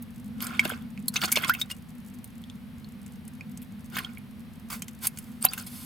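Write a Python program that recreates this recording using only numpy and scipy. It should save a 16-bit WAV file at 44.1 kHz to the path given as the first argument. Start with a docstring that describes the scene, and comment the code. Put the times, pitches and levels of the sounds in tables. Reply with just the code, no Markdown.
"""A distant machine hums low under soft open-air hiss, outdoors; then wet skin smacks in a plastic bucket.
Freshly caught fish flop there in a little water: tail sweeps churn it into bubbles and throw fizzing spray.
Larger air pockets ring, bodies thump the wall, scales swish past each other; the wet pile ticks throughout.
Hum, hiss, smacks and rubs are shaped noise and clicks; bubbles are decaying sines that rise in pitch.
The fish are heard through the close echoes and air modes of the bucket, in mid-side stereo."""
import sys
import numpy as np
from scipy import signal
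from scipy.fft import rfft, irfft
from scipy.io import wavfile
from scipy.ndimage import uniform_filter1d

SR = 44100
rng = np.random.default_rng(int(sys.argv[2]) if len(sys.argv) > 2 else 0)


def pcm_store(signal):
    """Save signal as 16-bit PCM."""
    levels = np.round(np.clip(np.atleast_2d(signal), -1, 1) * 32767)
    wavfile.write(sys.argv[1], SR, levels.astype(np.int16).T)


N = 257984
TIME = np.arange(N) / SR


def from_db(db):
    """Decibels to gain."""
    return 10 ** (np.asarray(db) / 20)


def rms_one(x):
    """Scale to rms 1."""
    return x / np.sqrt(np.mean(x ** 2, axis=-1, keepdims=True) + 1e-20)


def add(track, s, sound):
    """Lay a short sound into a track at time s."""
    start = max(round(s * SR), 0)
    track[start:start + len(sound)] += sound[:N - start]


def band(x, low_hz, high_hz, order=2):
    """Band-pass filter."""
    edges = np.clip([low_hz, high_hz], 10, .47 * SR)
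    return signal.sosfilt(signal.butter(order, edges, "band", fs=SR, output="sos"), x)


def resonate(x, hz, width_hz):
    """A resonance with gain 1 at its top."""
    r = np.exp(-np.pi * width_hz / SR)
    numerator = np.array([1, 0, -1]) * (1 - r * r) / 2
    denominator = [1, -2 * r * np.cos(2 * np.pi * hz / SR), r * r]
    return signal.lfilter(numerator, denominator, x + 1e-18)


def colour(x, spectrum):
    """Weight a steady sound by a spectrum, interpolated over log frequency; rms 1."""
    hz, db = np.transpose(spectrum)
    bins_hz = np.arange(N // 2 + 1) * SR / N
    gain = from_db(np.interp(np.log(bins_hz + 1), np.log(hz), db))
    return rms_one(irfft(rfft(x) * gain, N))


def stereo(mid, side, side_db):
    """Left and right from mid and side."""
    return mid + from_db(side_db) * np.array([side, -side])


def grains(per_s, spread_db):
    """Clicks at random times, of uneven size and sign."""
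    sizes = from_db(spread_db * np.minimum(rng.exponential(1, N), 4))
    return (rng.random(N) < per_s / SR) * sizes * rng.choice([-1, 1], N)


def swell(s, rise, fall):
    """A stroke gathers speed, then dies away."""
    before, after = np.minimum(TIME - s, 0), np.maximum(TIME - s, 0)
    return np.exp(-(before / rise) ** 2 - after / fall)


def strokes(rows):
    """Low and high level of a row of strokes, summed in power."""
    power = 0
    for s, rise, fall, low_db, high_db in rows:
        power = power + (from_db([[low_db], [high_db]]) * swell(s, rise, fall)) ** 2
    return np.sqrt(power)


def chirp(hz, t60, rise, birth_s=0.00023, rise_limit_s=0.075):
    """Trapped air rings, rising in pitch as it nears the surface."""
    t = TIME[:int(np.clip(t60, .001, .2) * SR)]
    climb = rise_limit_s * np.tanh(t / rise_limit_s) * 100  # in units of 10 ms, levelling off
    pitch = np.minimum(hz * 2 ** (rise * climb), .45 * SR)
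    phase = 2 * np.pi * np.cumsum(pitch) / SR
    return np.sin(phase) * np.exp(-np.log(1000) * t / t60) * (1 - np.exp(-t / birth_s))


def froth(per_s, low_hz, high_hz, cycles, rise, spread_db, clump_db=5, clump_s=0.0066, count=22):
    """Small bubbles of many sizes ring for some cycles; those of one size are born in clumps."""
    out, born = np.zeros(N), grains(per_s, spread_db)
    dealt = rng.integers(0, count, N)  # which size each bubble gets
    pitches = np.geomspace(low_hz, high_hz, count) * rng.uniform(.96, 1.04, count)
    for k, hz in enumerate(pitches):
        clumps = from_db(clump_db * np.clip(rng.standard_normal(N // 100), -2, 2))
        births = born * (dealt == k) * np.interp(TIME / clump_s, np.arange(len(clumps)), clumps)
        ring = chirp(hz, cycles / hz, rise * rng.uniform(0, 2))
        out += signal.oaconvolve(births, ring)[:N] * hz ** 1.5
    return out


# low resonances of the distant machine: [f/Hz, width/Hz, relative level/dB]
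HUM_RESONANCES = [(100.5, 51.6, -12.5), (156, 39.3, -9), (207.8, 37.7, -3.5), (239.4, 25.7, -4),
                  (484.4, 86, -25)]
# the hum swells, then sinks unevenly: [t/s, gain/dB]
HUM_COURSE = [(0, -43), (.45, -39.5), (1.4, -40.5), (1.6, -45), (3.5, -43), (5.85, -45)]


def hum(side_db=-10):
    """A distant machine drones in a few low, wavering resonances: narrow bands of noise."""
    out = 0
    for hz, width, db in HUM_RESONANCES:
        noise = rng.standard_normal((2, N + SR))
        # the first second lets the filter settle
        mid, side = band(noise, hz - width / 2, hz + width / 2, order=3)[:, SR:]
        out = out + from_db(db) * stereo(rms_one(mid), rms_one(side), side_db)
    return out * from_db(np.interp(TIME, *np.transpose(HUM_COURSE)))


# spectrum of the outdoor hiss: [f/Hz, relative level/dB]
AIR_SPECTRUM = [(30, 6.5), (100, 21.5), (300, 12), (480, 1), (700, 3.5), (1100, 2), (2300, -0.5),
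                (4000, -5.5), (7000, -16.5), (12000, -8.5), (16000, -17)]
# weighting of its side signal over frequency: [f/Hz, relative level/dB]
AIR_WIDTH = [(380, -13.5), (700, -16.5), (1300, -9.5), (4400, -9.5), (7000, -19), (15000, -17)]


def air(hiss_db=-53, rumble_db=-55.5, side_db=-7):
    """Soft outdoor hiss and a trace of rumble, both steady noise."""
    hz, db = np.transpose(AIR_SPECTRUM)
    side_spectrum = np.transpose([hz, db + np.interp(hz, *np.transpose(AIR_WIDTH))])
    mid = colour(rng.standard_normal(N), AIR_SPECTRUM)
    side = colour(rng.standard_normal(N), side_spectrum)
    rumble = rms_one(band(rng.standard_normal((2, N)), 48, 113))
    return from_db(hiss_db) * stereo(mid, side, side_db) + from_db(rumble_db) * rumble


def ticks(level_db=-67, per_s=24, spread_db=2.0, decay_s=0.0026, side_db=-12):
    """Films of slime snap here and there on the wet pile: faint, short crackles."""
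    t = TIME[:SR // 50]
    snaps = grains(per_s, spread_db) ** 2
    power = np.abs(signal.oaconvolve(snaps, np.exp(-2 * t / decay_s))[:N])
    crackle = rms_one(band(np.sqrt(power) * rng.standard_normal((2, N)), 5300, 14200))
    return from_db(level_db) * stereo(*crackle, side_db)


# wet smacks: [t/s, relative snap level/dB, relative squelch level/dB, snap f/Hz, decay constant/s]
WET_SMACKS = [(0.024, -25.5, -55, 14600, 0.0028), (.405, -26.5, -33, 6600, 0.0017),
              (.4231, -15.5, -36, 13500, 0.0035), (0.4677, -16.5, -34, 7450, 0.0018),
              (.5942, -16, -30, 6630, 0.0073), (.6505, -18, -25, 11600, 0.0034),
              (0.6764, -25, -39, 9930, 0.0026), (0.694, -15.5, -46, 11200, 0.005),
              (1.0811, -5.5, -62, 11000, 0.0035), (1.1395, -19, -45, 5900, 0.0049),
              (1.1586, -19, -23.5, 6130, 0.0018), (1.2164, -25, -23, 5170, 0.0022),
              (1.2366, -24, -23, 5220, 0.0016), (1.2552, -11.5, -48, 6560, 0.0041),
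              (1.3171, -4, -41, 6700, 0.0063), (1.3227, -1.5, -26.5, 11000, 0.0033),
              (1.357, -8.5, -29, 6100, 0.0054), (1.371, -33, -15.5, 5970, .0011),
              (1.4458, -15.5, -23.5, 5400, .002), (1.496, -28, -24.5, 13200, 0.0015),
              (1.5371, -14.5, -29, 14800, 0.0076), (1.6136, -17, -31, 9400, 0.003),
              (1.701, -35, -33, 9600, 0.0029), (2.2423, -24.5, -51, 11400, 0.0033),
              (3.0622, -32, -52, 7300, 0.0033), (3.2778, -28, -56, 9300, 0.0028),
              (3.5732, -26, -64, 7150, 0.0037), (3.6178, -30, -47.5, 12800, 0.009),
              (3.9681, -18, -27, 14200, 0.0048), (3.9858, -17, -24, 11800, 0.0047),
              (4.1816, -33, -57, 11800, 0.0029), (4.8206, -16, -34.5, 6900, 0.0034),
              (4.8812, -24, -40.5, 7260, 0.0058), (5.069, -2, -31.5, 10500, 0.0038),
              (5.173, -23.5, -44.5, 7300, 0.0027), (5.1863, -17.5, -41.5, 10400, 0.0037),
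              (5.4507, 3, -28, 11700, 0.00063), (5.4532, -0.5, -47, 13200, 0.002),
              (5.534, -13.5, -33.5, 11500, 0.0044), (5.5777, -19, -34, 14040, 0.0035)]


def smacks(snap_db=5, squelch_db=18, broad_db=-7, snap_width_hz=2400, onset_s=0.00032, side_db=-13, uneven_db=4):
    """A film of water between skins tears in a quick, uneven run of tiny cracks."""
    out, t = np.zeros((2, N)), TIME[:SR // 25]
    for s, high_db, low_db, hz, decay in WET_SMACKS:
        unevenness = rms_one(uniform_filter1d(rng.standard_normal(len(t)), size=24))
        envelope = np.exp(-t / max(decay, 1e-4)) * (1 - np.exp(-t / onset_s))
        tear = rng.standard_normal((3, 2, len(t))) * from_db(uneven_db * unevenness) * envelope
        snap = rms_one(resonate(tear[0], hz, snap_width_hz))
        snap = snap + from_db(broad_db) * rms_one(band(tear[1], 9300, 13400))
        squelch = rms_one(band(tear[2], 1700, 3750))
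        smack = from_db(high_db + snap_db) * snap + from_db(low_db + squelch_db) * squelch
        smack = smack / np.sqrt(len(t))  # levels set the energy of each smack
        for channel, sound in zip(out, stereo(*smack, side_db)):
            add(channel, s, sound)
    return out


# tail sweeps: [t/s at the height, rise/s, fall/s, relative churned water level/dB, relative spray level/dB]
TAIL_SWEEPS = [(.425, 0.016, 0.037, -36, -32.5), (.545, 0.12, 0.11, -38.5, -51),
               (.65, 0.019, .026, -33, -38.5), (.705, 0.027, 0.043, -35.5, -44),
               (1.16, 0.019, 0.029, -34.5, -35), (1.222, 0.01, .009, -44, -28),
               (1.248, 0.02, 0.0034, -20, -25), (1.282, 0.0073, 0.013, -30, -34),
               (1.324, 0.018, 0.035, -39, -35), (1.37, 0.0074, 0.017, -27.5, -27.5),
               (1.44, 0.037, 0.032, -30.5, -39.5), (1.495, 0.016, 0.0089, -29, -22.5),
               (1.545, 0.0092, 0.065, -42, -56), (1.616, 0.022, 0.0074, -54, -31.5),
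               (1.716, 0.014, 0.006, -39.5, -31), (3.973, 0.038, 0.035, -33.5, -37.5),
               (4.035, 0.016, 0.068, -45, -54), (5.45, 0.0094, 0.0041, -24, -19),
               (5.53, 0.031, 0.04, -43, -41.5), (5.592, 0.013, 0.025, -39.5, -33.5)]
# spectral weighting of the churned water: [f/Hz, relative level/dB]
WATER_SPECTRUM = [(150, -39), (400, -40), (600, -5), (900, -7.5), (1400, 6.5), (2200, -6), (3500, -4),
                  (6000, -26), (12000, -27.5)]
# spectral weighting of the thrown spray: [f/Hz, relative level/dB]
SPRAY_SPECTRUM = [(1500, -20), (3000, -3), (5000, 0), (8000, -2), (11000, -1), (14000, -1), (16000, -4)]


def sweeps(churn_side_db=-6, spray_side_db=-11, wash_db=-6, mist_db=-9):
    """The tail churns gurgling bubbles and throws fine drops that fizz, over drops too small to ring."""
    water, spray = strokes(TAIL_SWEEPS)
    churn, fine_drops = [], []
    for _ in ("mid", "side"):
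        gurgle = froth(per_s=2200, low_hz=450, high_hz=6000, cycles=32, rise=0.2, spread_db=3.5)
        gurgle = colour(gurgle, WATER_SPECTRUM)
        fizz = froth(per_s=3900, low_hz=2460, high_hz=14500, cycles=20, rise=0.19, spread_db=5.0)
        fizz = colour(fizz, SPRAY_SPECTRUM)
        splatter = grains(per_s=9000, spread_db=1.2)
        churn.append(rms_one(gurgle + from_db(wash_db) * colour(splatter, WATER_SPECTRUM)))
        fine_drops.append(rms_one(fizz + from_db(mist_db) * colour(splatter, SPRAY_SPECTRUM)))
    return water * stereo(*churn, churn_side_db) + spray * stereo(*fine_drops, spray_side_db)


def heaves(level_db=-13, low_hz=130, high_hz=320, side_db=-7):
    """With every sweep the weight of the fish rocks the bucket floor: a low boom of noise."""
    level = from_db(level_db) * strokes(TAIL_SWEEPS)[0]
    return level * stereo(*rms_one(band(rng.standard_normal((2, N)), low_hz, high_hz)), side_db)


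def drops(per_s=340, level_db=-8, flight_s=0.015, firm_sweep_db=-24, side_db=-9, steepness=1.185):
    """Drops, thrown mostly by the harder sweeps, fall back and plink as small rising bubbles."""
    water = np.interp(TIME - flight_s, TIME, strokes(TAIL_SWEEPS)[0])
    firm = from_db(firm_sweep_db)  # the shower levels off towards this
    shower = firm * np.tanh((water / firm) ** steepness)
    plinks = [froth(per_s, low_hz=1104, high_hz=4890, cycles=35, rise=0.211, spread_db=2.5, clump_db=0.5)
              for _ in ("mid", "side")]
    plinks = rms_one(band(np.array(plinks), 1110, 2577))
    return from_db(level_db) * shower * stereo(*plinks, side_db)


# larger air pockets:
# [t/s, starting f/Hz, ring level/dB before the bucket, t60/s, initial rise/octaves per 10 ms]
LARGE_BUBBLES = [(.594, 2270, -5, 0.022, 0.025), (0.5953, 3160, -14, 0.0093, 0.1),
                 (.653, 2730, -13, 0.011, .02), (0.7, 1524, -22.5, 0.021, 0.16),
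                 (0.976, 2500, -29, 0.0065, .05), (1.083, 4210, -17, 0.02, 0.079),
                 (1.162, 2430, -18.5, 0.056, 0.26), (1.163, 3570, -11, 0.016, 0.47),
                 (1.166, 6050, -14.5, 0.014, 0.16), (1.224, 4500, -26, 0.024, .02),
                 (1.25, 4340, -20.5, .028, .05), (1.323, 2220, -27, 0.072, .05),
                 (1.356, 2240, -20, 0.074, 0.048), (1.363, 3420, -10.5, 0.012, 0.27),
                 (1.373, 4260, -20, .026, 0.016), (1.438, 3270, -22.5, 0.052, 0.054),
                 (1.436, 1960, -23.5, 0.034, .25), (1.451, 1090, -30.5, 0.032, .05),
                 (1.4955, 1315, -12.5, 0.08, .19), (1.55, 2630, -17.5, 0.0095, 0.069),
                 (1.615, 3714, -12.5, 0.031, 0.011), (1.712, 2830, -27, 0.052, 0.0068),
                 (2.439, 3380, -31, 0.0067, .16), (2.499, 3400, -28, 0.0064, 0.23),
                 (2.845, 4060, -36, 0.012, 0.38), (3.409, 2460, -30, 0.023, 0.017),
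                 (3.968, 1680, -16.5, 0.012, 0.39), (3.984, 1725, -18.5, 0.034, 0.174),
                 (4.047, 3220, -22.5, 0.022, 0.024), (4.173, 2230, -33.5, 0.02, .2),
                 (4.823, 3070, -36, 0.038, .03), (5.426, 8700, -13.5, 0.0078, 0.13),
                 (5.462, 3830, -22, 0.032, 0.088), (5.486, 4620, -28, 0.076, 0.032),
                 (5.534, 2620, -28.5, .03, 0.17), (5.577, 1510, -32.5, 0.043, .12)]


def bubbles(lag_s=.00002, pinch_db=-13, pinch_s=0.00082):
    """The larger air pockets pinch off with a tiny splash and plop, a little off centre."""
    out, t = np.zeros(N), TIME[:SR // 40]
    for s, hz, db, t60, rise in LARGE_BUBBLES:
        splash = rms_one(band(rng.standard_normal(len(t)), hz, 2 * hz, order=1))
        add(out, s, from_db(db + pinch_db) * splash * np.exp(-t / pinch_s))
        add(out, s, from_db(db) * chirp(hz, t60, rise))
    late = np.interp(TIME - lag_s, TIME, out)  # the right channel lags
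    return np.array([out, late])


# bodies against the wall: [t/s, relative level/dB, f/Hz, t60/s]
WALL_THUMPS = [(.653, -19.5, 371, 0.041), (.718, -27, 434, .033), (1.236, -25.5, 746, 0.012),
               (1.3715, -14, 605, .021), (1.494, -31, 331, 0.013), (5.449, -20.5, 280, 0.023),
               (5.45, -17, 790, 0.0075)]


def thumps(flesh_db=-4):
    """The wall, damped by fish and water, gives a few cycles and a dull rush."""
    out, t = np.zeros(N), TIME[:SR // 10]
    for s, db, hz, t60 in WALL_THUMPS:
        flesh = rms_one(band(rng.standard_normal(len(t)), hz / 2, hz * np.sqrt(2)))
        knock = np.sin(2 * np.pi * hz * t) / 2 + from_db(flesh_db) * flesh
        add(out, s, from_db(db) * knock * np.exp(-np.log(1000) * t / t60))
    return out


# scales rubbing: [t/s at the height, rise/s, fall/s, relative body level/dB, relative hiss level/dB]
SCALE_RUBS = [(4.703, 0.0026, 0.0092, -31, -62), (4.735, 0.024, 0.023, -33.5, -47.5),
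              (5.056, 0.026, 0.011, -36.5, -30.5), (5.425, 0.0081, 0.0083, -45.5, -38.5),
              (5.28, 0.24, 0.14, -59, -66), (5.67, 0.0055, 0.012, -66, -36),
              (5.77, 0.088, 0.87, -58.5, -44)]
# spectral weighting of the rub's body: [f/Hz, relative level/dB]
BODY_SPECTRUM = [(300, -3), (750, -12), (1250, 4), (2200, -2.5), (4000, -5.5), (8000, -7)]
# spectral weighting of the rub's hiss: [f/Hz, relative level/dB]
HISS_SPECTRUM = [(1500, -7.5), (4000, 4.5), (7000, -2.5), (12000, 9), (16000, -16)]


def rubs(side_db=-12):
    """Thousands of scale edges catch and let go, so densely that they merge into a swish."""
    body, hiss = strokes(SCALE_RUBS)
    swish = []
    for _ in ("mid", "side"):
        catches = grains(per_s=22000, spread_db=2)
        swish.append(body * colour(catches, BODY_SPECTRUM) + hiss * colour(catches, HISS_SPECTRUM))
    return stereo(*swish, side_db)


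# air modes of the bucket: [f/Hz, level/dB, t60/s, side level/dB re the mode]
AIR_MODES = [(753, 6.5, 0.088, 7), (1040, 8.5, 0.07, -4), (1466, -5.5, 0.11, 9), (1754, -20.5, 0.042, -23),
             (2128, -6, 0.12, 11.5), (2650, -1, 0.084, -13)]
# close wall echoes: [left delay/s, right delay/s, level/dB re the direct sound]
WALL_ECHOES = [(.0014, .0009, -10.5), (.0022, 0.0012, -29), (.0046, .0047, -27)]


def bucket(x, scatter_db=-8, scatter_t60=0.036, linger_db=-22, linger_t60=0.07):
    """Close wall echoes, a brief scatter among the fish, and the ringing air column."""
    t = TIME[:SR // 4]
    direct = signal.unit_impulse(len(t))
    response = np.array([direct, direct])
    for hz, db, t60, side_db in AIR_MODES:
        mode = from_db(db) * resonate(direct, hz, np.log(1000) / np.pi / t60)
        response += stereo(mode, -mode, side_db)
    for left_s, right_s, db in WALL_ECHOES:
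        response[[0, 1], [round(left_s * SR), round(right_s * SR)]] += from_db(db)
    for db, t60, top_hz in [(scatter_db, scatter_t60, 16000), (linger_db, linger_t60, 4000)]:
        tail = band(rng.standard_normal((2, len(t))), 600, top_hz, order=1)
        tail = tail * np.exp(-np.log(1000) * t / t60)
        response += from_db(db) * rms_one(stereo(*tail, side_db=-15)) / np.sqrt(len(t))
    return signal.fftconvolve(x, response, axes=1)[:, :N]


def scene():
    """The fish and water sound inside the bucket; its floor, the hum and the open air lie around them."""
    water = from_db(-6) * sweeps() + drops() + bubbles()
    fish = smacks() + thumps() + from_db(-3.5) * rubs() + ticks()
    return hum() + air() + bucket(water + fish) + heaves()


def record(dry, cutoff_hz=16600):
    """The loudest peaks are held within bounds, then the top of the treble is cut."""
    top_cut = signal.ellip(10, .1, 70, cutoff_hz, fs=SR, output="sos")
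    return signal.sosfilt(top_cut, np.clip(dry, -.9, .9))


dry = scene()
out = record(dry)
pcm_store(out)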